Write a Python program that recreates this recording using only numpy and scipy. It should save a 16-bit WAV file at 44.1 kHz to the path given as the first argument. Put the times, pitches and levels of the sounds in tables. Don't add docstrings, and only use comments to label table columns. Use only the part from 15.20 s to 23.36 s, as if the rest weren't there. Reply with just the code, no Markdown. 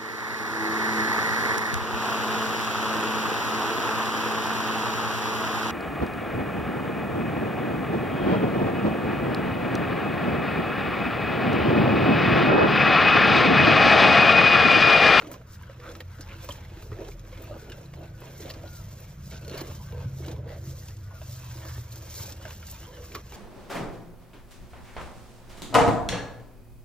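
import sys
import numpy as np
from scipy import signal
from scipy.fft import rfft, irfft, next_fast_len
from scipy.io import wavfile
from scipy.ndimage import uniform_filter1d

SR = 44100
rng = np.random.default_rng(int(sys.argv[2]) if len(sys.argv) > 2 else 0)


def generate_wav(signal):
    frames = np.transpose(np.atleast_2d(signal))
    scaled = np.clip(frames, -1, 1) * 32767
    pcm = np.round(scaled).astype(np.int16)
    wavfile.write(sys.argv[1], SR, pcm)


def volts_from_decibels(level):
    exponent = np.asarray(level, float) / 20
    return 10 ** exponent


N = 359856


def evened(x):
    return x / np.sqrt(np.mean(x ** 2) + 1e-20)


def read(points, hz):
    f, value = np.transpose(points)
    return np.interp(np.log(hz + 1), np.log(f + 1), value)


def curve(rows, count=1):
    rows = np.array(rows)
    return np.interp(np.arange(N) / SR, rows[:, 0], rows[:, count])


def add(mix, s, sound):
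    part = mix[round(s * SR):][:len(sound)]
    part += sound[:len(part)]


def sweep(hz):
    return np.sin(2 * np.pi * np.cumsum(hz) / SR)


# (frequency [Hz], phase [rad])
PORT_LEAD = [(0, 0), (300, 0), (860, -.4), (1460, .5), (1980, .1), (2760, .9), (3960, .9), (4910, 1.6),
             (5600, 1.6), (7900, 2.3), (10000, 3.14), (12000, 3.9), (15900, 5.3)]


def colour(x, points, turn=0):
    size = next_fast_len(N + 4096)
    hz = np.fft.rfftfreq(size, 1 / SR)
    response = volts_from_decibels(read(points, hz)) * np.exp(1j * turn * read(PORT_LEAD, hz))
    return irfft(rfft(x, size) * response, size)[..., :N]


def ring(x, hz, width):
    return signal.lfilter(*signal.iirpeak(hz, hz / width, SR), x)


def resonate(x, hz, width):
    turn = np.exp(2j * np.pi * np.cumsum(hz * np.ones(len(x))) / SR)
    r = np.exp(-np.pi * width / SR)
    return 2 * (turn * signal.lfilter([1 - r], [1, -r], x / turn)).real


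def drift(per_s):
    knots = rng.standard_normal(1200)
    return np.interp(np.arange(N) / SR * per_s, np.arange(1200), knots)


def crackle(per_s, spread_db, smear_s, clump_db):
    size = volts_from_decibels(spread_db * np.minimum(rng.exponential(1, N), 5) + clump_db * drift(40))
    clicks = size * (rng.random(N) < per_s / SR)
    puff = signal.lfilter([1], [1, -np.exp(-1 / (smear_s * SR))], clicks ** 2)
    return evened(np.sqrt(puff) * rng.standard_normal(N))


def strokes(rows, peaks_db, least_s, share, roundness, rest_db):
    t = np.arange(0, N / SR + .01, .002)
    late = t - rows[:, :1]
    build = np.maximum(rows[:, 1:2], .02)
    span = np.where(late < 0, build, least_s + share * build)
    power = volts_from_decibels(peaks_db[:, None] - 20 * (abs(late) / span) ** roundness) ** 2
    return np.interp(np.arange(N) / SR, t, np.sqrt(power.sum(0) + volts_from_decibels(rest_db) ** 2))


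def thuds(rows, gain_db, t60, rise_s, length=2600):
    out, t = np.zeros(N), np.arange(length) / SR
    for s, db, hz in rows:
        decay = volts_from_decibels(db + gain_db - 60 * t / t60)
        add(out, s, decay * np.sin(2 * np.pi * hz * t) * np.minimum(t / rise_s, 1))
    return out


def hisses(rows, gain_db, t60, hz, width):
    out, t = np.zeros(N), np.arange(2600) / SR
    for s, db in rows:
        noise = rng.standard_normal(len(t))
        add(out, s, volts_from_decibels(db + gain_db - 60 * t / t60) * evened(ring(ring(noise, hz, width), hz, width)))
    return out


# (peak time [s], build-up [s], grinding level [dB], stem crunch re grinding [dB])
BITES = [(0.078, 0.16, -42.5, -10.5), (0.48, 0.23, -57.5, -1.5), (0.708, 0.14, -46.5, -6),
         (1.001, 0.052, -54, -20), (1.261, 0.54, -53, 0), (1.58, 0.21, -54, -4), (1.82, 0.17, -44, -9.5),
         (2.2, 0.39, -49, -7.5), (2.339, 0.036, -39.5, -16.5), (2.511, 0.28, -48.0, -8),
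         (2.811, 0.14, -48, -11), (3.06, 0.13, -48.5, -7.5), (3.289, 0.25, -46, -7.5),
         (3.462, 0.08, -50.5, -7), (3.8, 0.93, -58, -35), (4.14, 0.058, -50.5, -2.5),
         (4.394, 0.25, -41.5, -7), (4.789, 0.31, -54, -2), (5.092, 0.16, -42, -11),
         (5.31, 0.097, -45.5, -9), (5.39, 1, -56, -33), (6.0, 0.19, -56.5, -1), (6.37, 0.31, -54.5, -1.5),
         (6.46, 0.077, -50.5, -0.5), (6.579, 0.041, -51, -2.5), (7.03, 0.71, -53, -4),
         (7.27, 0.085, -50, 0), (7.782, 0.55, -55.5, -0.5), (7.955, 0.073, -46.5, -3.5),
         (8.23, 0.14, -40, -1.5)]


def bite_gain(crunch, rest_db):
    rows = np.array(BITES)
    peaks_db = rows[:, 2] + crunch * rows[:, 3]
    return strokes(rows, peaks_db, least_s=0.012, share=0.9, roundness=1.66, rest_db=rest_db)


# (frequency [Hz], width [Hz], level [dB])
JAW_MODES = [(240, 107, -0.5), (330.6, 12.9, 1), (420, 73, -4.5), (492, 3.3, -3.5), (546, 114, -0.5),
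             (609.4, 58, -0.5), (635.7, 18.6, -3.5), (967, 11, -5)]
# (time [s], peak level [dB], frequency [Hz])
KNOCKS = [(0.07, -28, 312), (0.495, -32, 543), (0.995, -30.5, 297), (1.289, -25.5, 575), (1.295, -33, 280),
          (1.721, -25.5, 426), (1.788, -25.5, 368), (2.127, -33.5, 518), (2.296, -33.5, 600),
          (2.309, -27, 585), (2.34, -39, 600), (2.424, -32.5, 427), (2.501, -31.5, 352), (2.815, -37, 610),
          (3.203, -32.5, 420), (3.305, -33, 563), (3.438, -31.5, 614), (4.341, -24, 403), (4.414, -23, 333),
          (4.724, -35, 466), (5.003, -29, 356), (5.264, -28.5, 483), (6.014, -33, 618), (7.956, -30, 416)]


def molars():
    slips = crackle(per_s=280, spread_db=2.5, smear_s=0.0041, clump_db=-1.0)
    modes = sum((-1) ** k * volts_from_decibels(db) * evened(ring(slips, hz, width))
                for k, (hz, width, db) in enumerate(JAW_MODES))
    mouth_hz = uniform_filter1d(curve(KNOCKS, count=2), size=900)
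    body = 1.64 * evened(modes) + 0.29 * evened(resonate(slips, mouth_hz, 100))
    body = colour(body, [(170, -6.0), (260, 2.0), (680, 2.0), (850, -7), (1500, -18.5), (20000, -21)])
    return volts_from_decibels(-0.5) * bite_gain(crunch=0, rest_db=-68) * evened(body)


def knocks():
    return thuds(KNOCKS, gain_db=-3.5, t60=0.06, rise_s=0.0027)


# (time [s], peak level [dB], frequency [Hz])
TAPS = [(0.121, -32, 267), (0.594, -36, 481), (0.666, -37, 528), (0.694, -31.5, 494), (0.804, -32, 500),
        (1.243, -36, 504), (1.517, -37, 341), (1.569, -33, 338), (1.626, -38.5, 438), (1.663, -37, 430),
        (1.814, -32.5, 407), (1.836, -35.5, 445), (1.885, -30, 408), (2.187, -37.5, 277),
        (3.012, -43.5, 456), (3.232, -32.5, 321), (4.277, -30, 465), (4.316, -25.5, 332), (4.449, -38, 472),
        (4.773, -33, 482), (4.828, -35.5, 571), (5.06, -37.5, 563), (5.078, -26, 328), (5.44, -45, 335),
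        (5.529, -39, 540), (6.09, -39.5, 574), (6.354, -34.5, 332), (6.579, -37, 393), (7.197, -37.5, 538),
        (7.226, -48, 558), (7.251, -30.5, 638), (7.267, -37, 617)]


def taps():
    return thuds(TAPS, gain_db=-5.0, t60=0.079, rise_s=0.0025)


# (peak time [s], build-up [s], rustle level [dB])
PULLS = [(0.13, 0.017, -57.5), (0.33, 0.1, -64), (0.79, 0.27, -66.5), (1.03, 0.28, -66), (1.33, 0.18, -58),
         (1.65, 0.078, -65.5), (1.91, 0.073, -60.5), (2.26, 0.075, -63), (2.58, 1, -67.5),
         (2.97, 0.92, -68), (3.3, 0.52, -61.5), (3.601, 0.23, -59.5), (3.878, 0.51, -57),
         (4.17, 0.34, -60.5), (4.38, 0.12, -69), (4.7, 1, -61.5), (5.1, 0.46, -63), (5.492, 0.16, -56.5),
         (5.7, 0.26, -59), (6.02, 0.14, -68), (6.29, 0.28, -58.5), (6.54, 0.94, -57), (7.06, 0.54, -54),
         (7.32, 0.26, -59.5), (7.613, 0.29, -54.5), (7.9, 0.93, -61), (8.23, 0.27, -58.5)]


def pull_gain(gain_db, rest_db):
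    rows = np.array(PULLS)
    return strokes(rows, rows[:, 2] + gain_db, least_s=0.035, share=0.14, roundness=2.17, rest_db=rest_db)


# (frequency [Hz], level [dB])
STEM_SPECTRUM = [(500, -15), (800, -7), (1200, -6), (1600, -1), (2300, -8.5), (3300, -6), (4300, -16.5),
                 (6000, -11.5), (16000, -16)]
# (frequency [Hz], width [Hz], level [dB])
TROUGH_MODES = [(1280, 34, -3), (1580, 150, -4.5), (2180, 200, 4.5), (3550, 340, -11), (4120, 500, 15),
                (4900, 80, -32)]


def stems():
    crunch = crackle(per_s=1400, spread_db=2.4, smear_s=.001, clump_db=2.0)
    juice = sum(resonate(crunch, hz * (1 + .15 * drift(9)), 120) for hz in (1000, 2500, 5200))
    trough = sum(volts_from_decibels(db) * evened(ring(crunch, hz, width)) for hz, width, db in TROUGH_MODES)
    sound = colour(crunch + 0.4 * evened(juice) + 0.35 * evened(trough), STEM_SPECTRUM)
    gain = np.hypot(bite_gain(crunch=1, rest_db=-80), pull_gain(gain_db=-2.5, rest_db=-80))
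    return volts_from_decibels(0.5) * gain * evened(sound)


# (time [s], peak level [dB], ring [Hz], bright crack level [dB])
SNAPS = [(0.013, -37, 1184, -62), (0.07, -43, 2500, -65), (0.115, -35, 1305, -41), (0.14, -32, 1050, -59),
         (0.6, -40, 1790, -74), (0.69, -41.5, 3480, -66), (0.752, -33, 1275, -73),
         (0.804, -29, 1865, -49.5), (1.093, -43.5, 2050, -85), (1.244, -39, 1330, -44),
         (1.289, -25.5, 1015, -53), (1.624, -38, 1255, -55), (2.239, -41, 1230, -49),
         (2.175, -41, 2140, -66), (2.499, -39.5, 2970, -70), (2.518, -35, 2860, -73),
         (2.737, -38, 705, -76), (3.07, -44.5, 2700, -67), (3.224, -38.5, 3480, -63),
         (3.258, -40, 3200, -65), (3.301, -31.5, 1900, -44), (3.338, -38.5, 4280, -63),
         (4.334, -39.5, 1860, -63), (4.343, -35.5, 2830, -62), (4.378, -35, 4730, -41),
         (4.415, -32.5, 880, -43.5), (4.723, -38, 940, -53), (5.049, -40.5, 2910, -67),
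         (5.113, -41, 3620, -63), (5.083, -35.5, 4000, -70), (6.015, -38.5, 940, -67),
         (6.451, -38.5, 1180, -51), (7.252, -39.5, 940, -71), (7.306, -33.5, 1680, -59),
         (7.428, -41, 1330, -62), (7.919, -39, 2370, -78), (7.95, -24, 1134, -38), (8.122, -37, 820, -71)]


def snaps():
    out, t = np.zeros(N), np.arange(2600) / SR
    for s, db, hz, crack_db in SNAPS:
        noise = rng.standard_normal(len(t))
        ping = volts_from_decibels(db - 6.5 - 60 * t / .036) * np.sin(2 * np.pi * hz * t)
        decay = volts_from_decibels(-60 * t / .026) + .25 * volts_from_decibels(-60 * t / .08)
        burst = volts_from_decibels(db - 8) * evened(ring(noise, 1.1 * hz, 2000)) * decay
        crack = volts_from_decibels(crack_db + 6.0 - 60 * t / 0.035) * np.diff(noise, prepend=0)
        add(out, s, (ping + burst + crack) * np.minimum(t / 0.0003, 1))
    return out


# (time [s], peak level [dB], ring [Hz])
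POPS = [(0.02, -30, 1400), (0.045, -34.5, 1240), (0.213, -45.5, 1330), (0.356, -45, 1500),
        (0.412, -40.5, 1040), (0.433, -40, 1590), (0.497, -39.5, 1280), (0.613, -41, 1150),
        (0.638, -35, 1340), (0.652, -42, 1450), (0.664, -36.5, 1390), (0.677, -39, 1360),
        (0.727, -45, 1063), (1.009, -42, 1640), (1.717, -36.5, 1235), (1.728, -40, 1930),
        (1.785, -43, 1800), (1.849, -43, 3140), (1.886, -33, 820), (1.917, -42.5, 2360), (2.129, -41, 2180),
        (2.169, -48, 2130), (2.34, -40, 1500), (2.52, -32.5, 1580), (2.658, -46, 4070), (3.018, -38, 1010),
        (3.224, -45.5, 1950), (3.458, -42, 1380), (4.1, -49, 4340), (4.113, -39, 2250), (4.512, -35, 874),
        (5.023, -43, 960), (5.044, -39, 1504), (5.081, -34, 957), (5.111, -45, 816), (5.163, -40, 1000),
        (5.439, -47, 920), (5.684, -47, 961), (5.684, -43, 2700), (6.312, -42, 1820), (6.421, -43, 1510),
        (6.489, -40, 1490), (6.51, -40, 1400), (6.553, -43, 1500), (6.58, -44.5, 880), (6.718, -39, 4330),
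        (6.769, -47.5, 830), (7.213, -43, 1450), (7.225, -43, 1540), (7.253, -31, 1580), (7.278, -38, 1505),
        (7.306, -37.5, 1580), (7.39, -56.5, 1330), (7.427, -35, 1417), (7.484, -43.5, 1770),
        (7.529, -52, 1830), (7.843, -44, 1160), (8.132, -40, 2340)]


def pops():
    out, t = np.zeros(N), np.arange(2600) / SR
    for s, db, hz in POPS:
        puff = evened(ring(rng.standard_normal(len(t)), hz, 800))
        tone = np.sin(2 * np.pi * hz * t) + .6 * puff
        add(out, s, volts_from_decibels(db - 3 - 60 * t / .028) * tone * np.minimum(t / 0.0014, 1))
    return out


# (start [s], length [s], level # [dB], ring [Hz], width
# [Hz])
RASPS = [(0.61, 0.12, -51, 1350, 694), (1.003, 0.034, -53, 5200, 1500), (1.089, 0.04, -50.5, 2390, 900),
         (1.304, 0.011, -37.5, 3170, 151), (2.12, 0.08, -61, 2200, 500), (2.238, .045, -59.5, 2480, 500),
         (1.718, 0.032, -58, 1280, 100), (3.011, 0.041, -56.5, 1013, 90), (3.144, .035, -61, 1540, 120),
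         (3.293, 0.023, -42.5, 4400, 1800), (2.797, .06, -52, 600, 350), (3.299, 0.017, -51, 3200, 300),
         (3.472, .014, -53.5, 4100, 1200), (4.099, 0.093, -51, 4400, 5000),
         (4.116, 0.054, -53.5, 1460, 150), (4.594, .05, -55, 920, 199), (4.714, .15, -57, 914, 150),
         (4.714, .16, -49, 498, 150), (2.306, 0.071, -56, 1216, 110), (5.905, .03, -54.5, 750, 600),
         (5.247, 0.15, -51, 524, 300), (5.416, 0.089, -52.5, 335, 40.7), (7.647, 0.077, -58, 995, 80),
         (7.658, 0.22, -53, 494, 60), (7.717, .075, -61.5, 1750, 100), (7.948, .018, -45.5, 2380, 600),
         (7.953, 0.047, -50, 1150, 200), (7.945, 0.017, -41, 4370, 3000)]


def rasps():
    out = np.zeros(N)
    grit = crackle(per_s=1500, spread_db=2.0, smear_s=.001, clump_db=1.0)
    for s, length, db, hz, width in RASPS:
        part = grit[round(s * SR):][:round(length * SR)]
        drag = evened(ring(ring(part, hz, width), hz, width))
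        add(out, s, volts_from_decibels(db) * drag * signal.windows.tukey(len(part), .3))
    return out


# (time [s], level [dB])
SLIPS = [
    (4.247, -46.5),
    (4.28, -40.5),
    (4.296, -40),
    (4.313, -43),
    (4.347, -43),
    (4.375, -37.5),
    (4.391, -42),
    (4.407, -37.5),
    (4.412, -36.5),
]


def squeak():
    out, t = np.zeros(N), np.arange(1200) / SR
    for s, db in SLIPS:
        ping_hz = 4330 * (1 + 0.018 * rng.standard_normal())
        tick = evened(ring(rng.standard_normal(len(t)), 3500, 6000))
        add(out, s, volts_from_decibels(db - 60 * t / 0.031) * (np.sin(2 * np.pi * ping_hz * t) + tick))
    return out


# (frequency [Hz], level [dB])
LEAF_SPECTRUM = [(1500, -22), (3000, -9), (4500, -3), (5500, 0), (7000, -.5), (8500, -2), (9500, -2),
                 (10500, -4), (13500, -3), (15500, -5.5)]


def leaves():
    ticks = crackle(per_s=2500, spread_db=3.0, smear_s=.001, clump_db=2.0)
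    springs = crackle(per_s=45, spread_db=3.0, smear_s=.006, clump_db=0)
    rustle = evened(colour(ticks + 0.4 * springs, LEAF_SPECTRUM))
    return volts_from_decibels(7.5 + 3.0 * drift(12)) * pull_gain(gain_db=0, rest_db=-76) * rustle


# (time [s], peak level [dB])
LEAF_TICKS = [(0.0727, -50), (0.7158, -45.5), (1.009, -39.5), (1.322, -38.5), (1.884, -46), (1.9946, -50),
              (5.113, -43), (5.684, -44), (5.062, -45), (5.767, -50), (7.1222, -39), (7.4988, -45)]


def leaf_ticks():
    return hisses(LEAF_TICKS, gain_db=1.5, t60=.036, hz=6200, width=8000)


# (time [s], peak level [dB])
FLICKS = [(0.4239, -53), (0.7654, -51), (0.805, -49.5), (2.2206, -45), (2.378, -55), (2.4983, -53),
          (2.7187, -61), (2.7906, -57), (3.004, -50), (3.473, -57), (3.8026, -48), (4.1003, -47),
          (4.613, -54), (5.079, -55), (7.5118, -36.5)]


def flicks():
    return hisses(FLICKS, gain_db=2.5, t60=0.043, hz=14000, width=12000)


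# (start [s], length [s], top pitch [Hz], level [dB], width [Hz])
BREATHS = [
    (0.238, 0.34, 1444, -69, 400),
    (0.867, 0.32, 1440, -66.5, 350),
    (2.295, 0.31, 1473, -68.5, 200),
    (2.797, 0.26, 1490, -71, 45),
    (3.4, 0.23, 1430, -66.5, 60),
    (4.094, 0.234, 1500, -69, 110),
    (4.62, 0.31, 1554, -69.5, 80),
    (5.811, 0.198, 1460, -68.5, 40),
]


def nostrils():
    out = np.zeros(N)
    for s, length, hz, db, width in BREATHS:
        u = np.arange(0, length, 1 / SR) / length
        pitch = hz * (1 - .15 * abs(2 * u - 1) ** 4 - .05 * (u - .5))
        air = resonate(resonate(rng.standard_normal(len(u)), pitch, width), pitch, width)
        whistle = evened(evened(air) + .7 * 150 / width * sweep(pitch))
        add(out, s, volts_from_decibels(db + 7.0 + 1.5 * u) * whistle * signal.windows.tukey(len(u), .3))
    return out


# (time [s], level [dB])
ENGINE_LEVEL = [
    (2.5, -48.5),
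    (3.7, -49.5),
    (4.4, -43.5),
    (5, -39),
    (5.8, -46.5),
    (6.5, -44),
    (7.3, -48.5),
]
# (time [s], firing cycle [Hz])
ENGINE_SPEED = [
    (2.5, 16.1),
    (3.4, 16.3),
    (4.1, 16.8),
    (5.5, 16.5),
    (6.2, 15.6),
    (7.3, 14.7),
]
# (multiple of the cycle, level abreast [dB], change as the exhaust swings round [dB/s])
ENGINE_ORDERS = [(3, -24, 1), (4, -20.5, -3.5), (5, -3, 1), (7, -15.5, 6), (8, -1, -0.3), (10, -11.5, -3.5)]


def vehicle():
    t = np.arange(N) / SR
    turns = 2 * np.pi * np.cumsum(uniform_filter1d(curve(ENGINE_SPEED), size=SR // 4)) / SR
    fade = np.interp(t, [2.3, 2.7, 7.1, 7.5], [0, 1, 1, 0])
    drone = np.zeros(N)
    for order, db, swing_db in ENGINE_ORDERS:
        level_db = db + swing_db * (t - 4.7) + 3.3 * drift(8.7)
        drone += volts_from_decibels(level_db) * np.sin(order * turns + 0.62 * drift(5))
    return fade * volts_from_decibels(curve(ENGINE_LEVEL) + 2.0) * drone


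# (time [s], frequency [Hz], level [dB])
IDLE = [
    (0, 40.56, -68),
    (2, 41, -45),
    (3.6, 45.1, -61),
    (4.4, 42.4, -68.5),
    (8.16, 43.1, -64),
]
# (time [s], frequency [Hz], level [dB])
PULL_AWAY = [
    (0.6, 86, -55.5),
    (0.85, 90.22, -40.5),
    (1.7, 96, -44),
    (2.3, 102, -52.5),
    (2.8, 104.3, -65.5),
]
# (time [s], frequency [Hz], level [dB])
FOLLOWER = [
    (6.7, 59.1, -80),
    (7.2, 58.3, -52),
    (8.16, 58.5, -44.5),
]


def far_motors():
    return sum(volts_from_decibels(curve(motor, count=2) + 3.3 * drift(2.2)) * sweep(curve(motor))
               for motor in (IDLE, PULL_AWAY, FOLLOWER))


# (time [s], peak level [dB], frequency [Hz])
BUMPS = [(1.088, -35.5, 79), (1.513, -40.5, 85.6), (1.716, -30, 98), (2.159, -39, 100.4), (2.298, -38, 99),
         (3.252, -36.5, 102.7), (4.5, -29.5, 88), (4.857, -26, 116.8), (5.473, -30.5, 131.5),
         (6.572, -35, 111.6), (7.005, -32.5, 104.5)]


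def bumps():
    return thuds(BUMPS, gain_db=2.5, t60=0.16, rise_s=0.0028, length=6000)


# (time [s], level [dB])
TRAFFIC_LEVEL = [
    (0, -47),
    (1.2, -44.5),
    (2.4, -46),
    (3.4, -46.5),
    (4.7, -39.5),
    (5.6, -45.5),
    (8.16, -47.5),
]
# (frequency [Hz], level [dB])
ROAD_SPECTRUM = [(12, -48), (20, -17), (54, -7.5), (86, -2), (105, -2), (150, -9), (182, -1), (216, -5.5),
                 (242, -16.5), (300, -15.5), (390, -51), (660, -120)]


def traffic():
    wash = rng.standard_normal(N)
    hum = sum(resonate(wash, hz * (1 + .08 * drift(1.2)), 3) for hz in np.geomspace(38, 125, 6))
    road = evened(colour(wash + 0.9 * evened(hum), ROAD_SPECTRUM))
    return volts_from_decibels(curve(TRAFFIC_LEVEL) + 1.6 * drift(7.1)) * road


# (frequency [Hz], level [dB])
AIR_SPECTRUM = [(150, 10.5), (300, -13), (700, -14), (1500, -8), (4000, -23), (8000, -25.5), (16000, -28.5)]


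def open_air():
    return volts_from_decibels(-54.5) * evened(colour(rng.standard_normal(N), AIR_SPECTRUM))


# (frequency [Hz], level [dB])
SCATTER_SPECTRUM = [(60, -38), (125, -27), (250, -22), (500, -6.5), (850, 0.5), (1250, 0), (1600, -3.5),
                    (2000, -8), (2700, -2.5), (6000, -7), (9800, -16), (12500, -7), (16000, -5)]


def shed(x):
    z = signal.stft(x, nperseg=512, noverlap=384)[2]
    z = z * np.exp(2j * np.pi * rng.random((2, *z.shape)))
    scattered = signal.istft(z, nperseg=512, noverlap=384)[1][:, :N]
    scattered = evened(scattered) * np.std(x)
    return colour(np.roll(scattered, 330, axis=1), SCATTER_SPECTRUM)


# (frequency [Hz], left minus right [dB])
PORT_TILT = [(60, 0), (150, -.4), (300, -1.5), (700, -3), (2400, -2.2), (5000, -.5), (8100, 0), (16000, 0)]


def scene():
    bed = molars() + stems() + leaves() + vehicle() + far_motors() + traffic() + open_air() + bumps()
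    near = snaps() + knocks() + leaf_ticks() + squeak() + rasps() + pops() + taps() + flicks()
    half = np.array(PORT_TILT) * [1, .5]
    left = colour(bed + near, half, .5)
    right = colour(bed + near, half * [1, -1], -.5)
    nose = nostrils() * volts_from_decibels(np.array([[3.0], [-6.0]]))
    return np.array([left, right]) + shed(bed + near / 2) + nose


PLAIN = [.02, .74, 1.32, 3.3, 4.385, 4.43, 5.78, 7.13]


def thin_stereo(ports):
    start, edge_hz = 162, 15540
    pair = np.array([ports[0] + ports[1], ports[0] - ports[1]])
    hz, t, z = signal.stft(np.pad(pair, ((0, 0), (start, 0))), SR, nperseg=2048, noverlap=1024)
    z[:, hz > edge_hz] = 0
    power = (abs(z[:, :1024]) ** 2).reshape(2, 64, 16, -1).sum(2)
    sum_db, difference_db = 10 * np.log10(abs(uniform_filter1d(power, size=2)) + 1e-20)
    plain = abs(t[:, None] - start / SR - PLAIN).min(1) < .0117
    limit_db = difference_db - 7.2 + 0.9 * rng.standard_normal(sum_db.shape)
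    weak = (sum_db < limit_db) & (sum_db < difference_db - 3) & ~plain
    z[0, :1024] *= np.where(np.repeat(weak, 16, 0), 1e-3, 1)
    z[:, 64:1024] *= np.repeat(rng.random((2, 240, len(t))) > .045, 4, 1)
    both, apart = signal.istft(z, SR, nperseg=2048, noverlap=1024)[1][:, start:start + N]
    return np.array([both + apart, both - apart]) / 2


def low_pass(x):
    return signal.sosfilt(signal.butter(12, 16390, fs=SR, output="sos"), x)


def record(dry):
    limited = .1 * np.tanh(dry / .1)
    mix = thin_stereo(limited)
    return low_pass(mix)


dry = scene()
out = record(dry)
generate_wav(out)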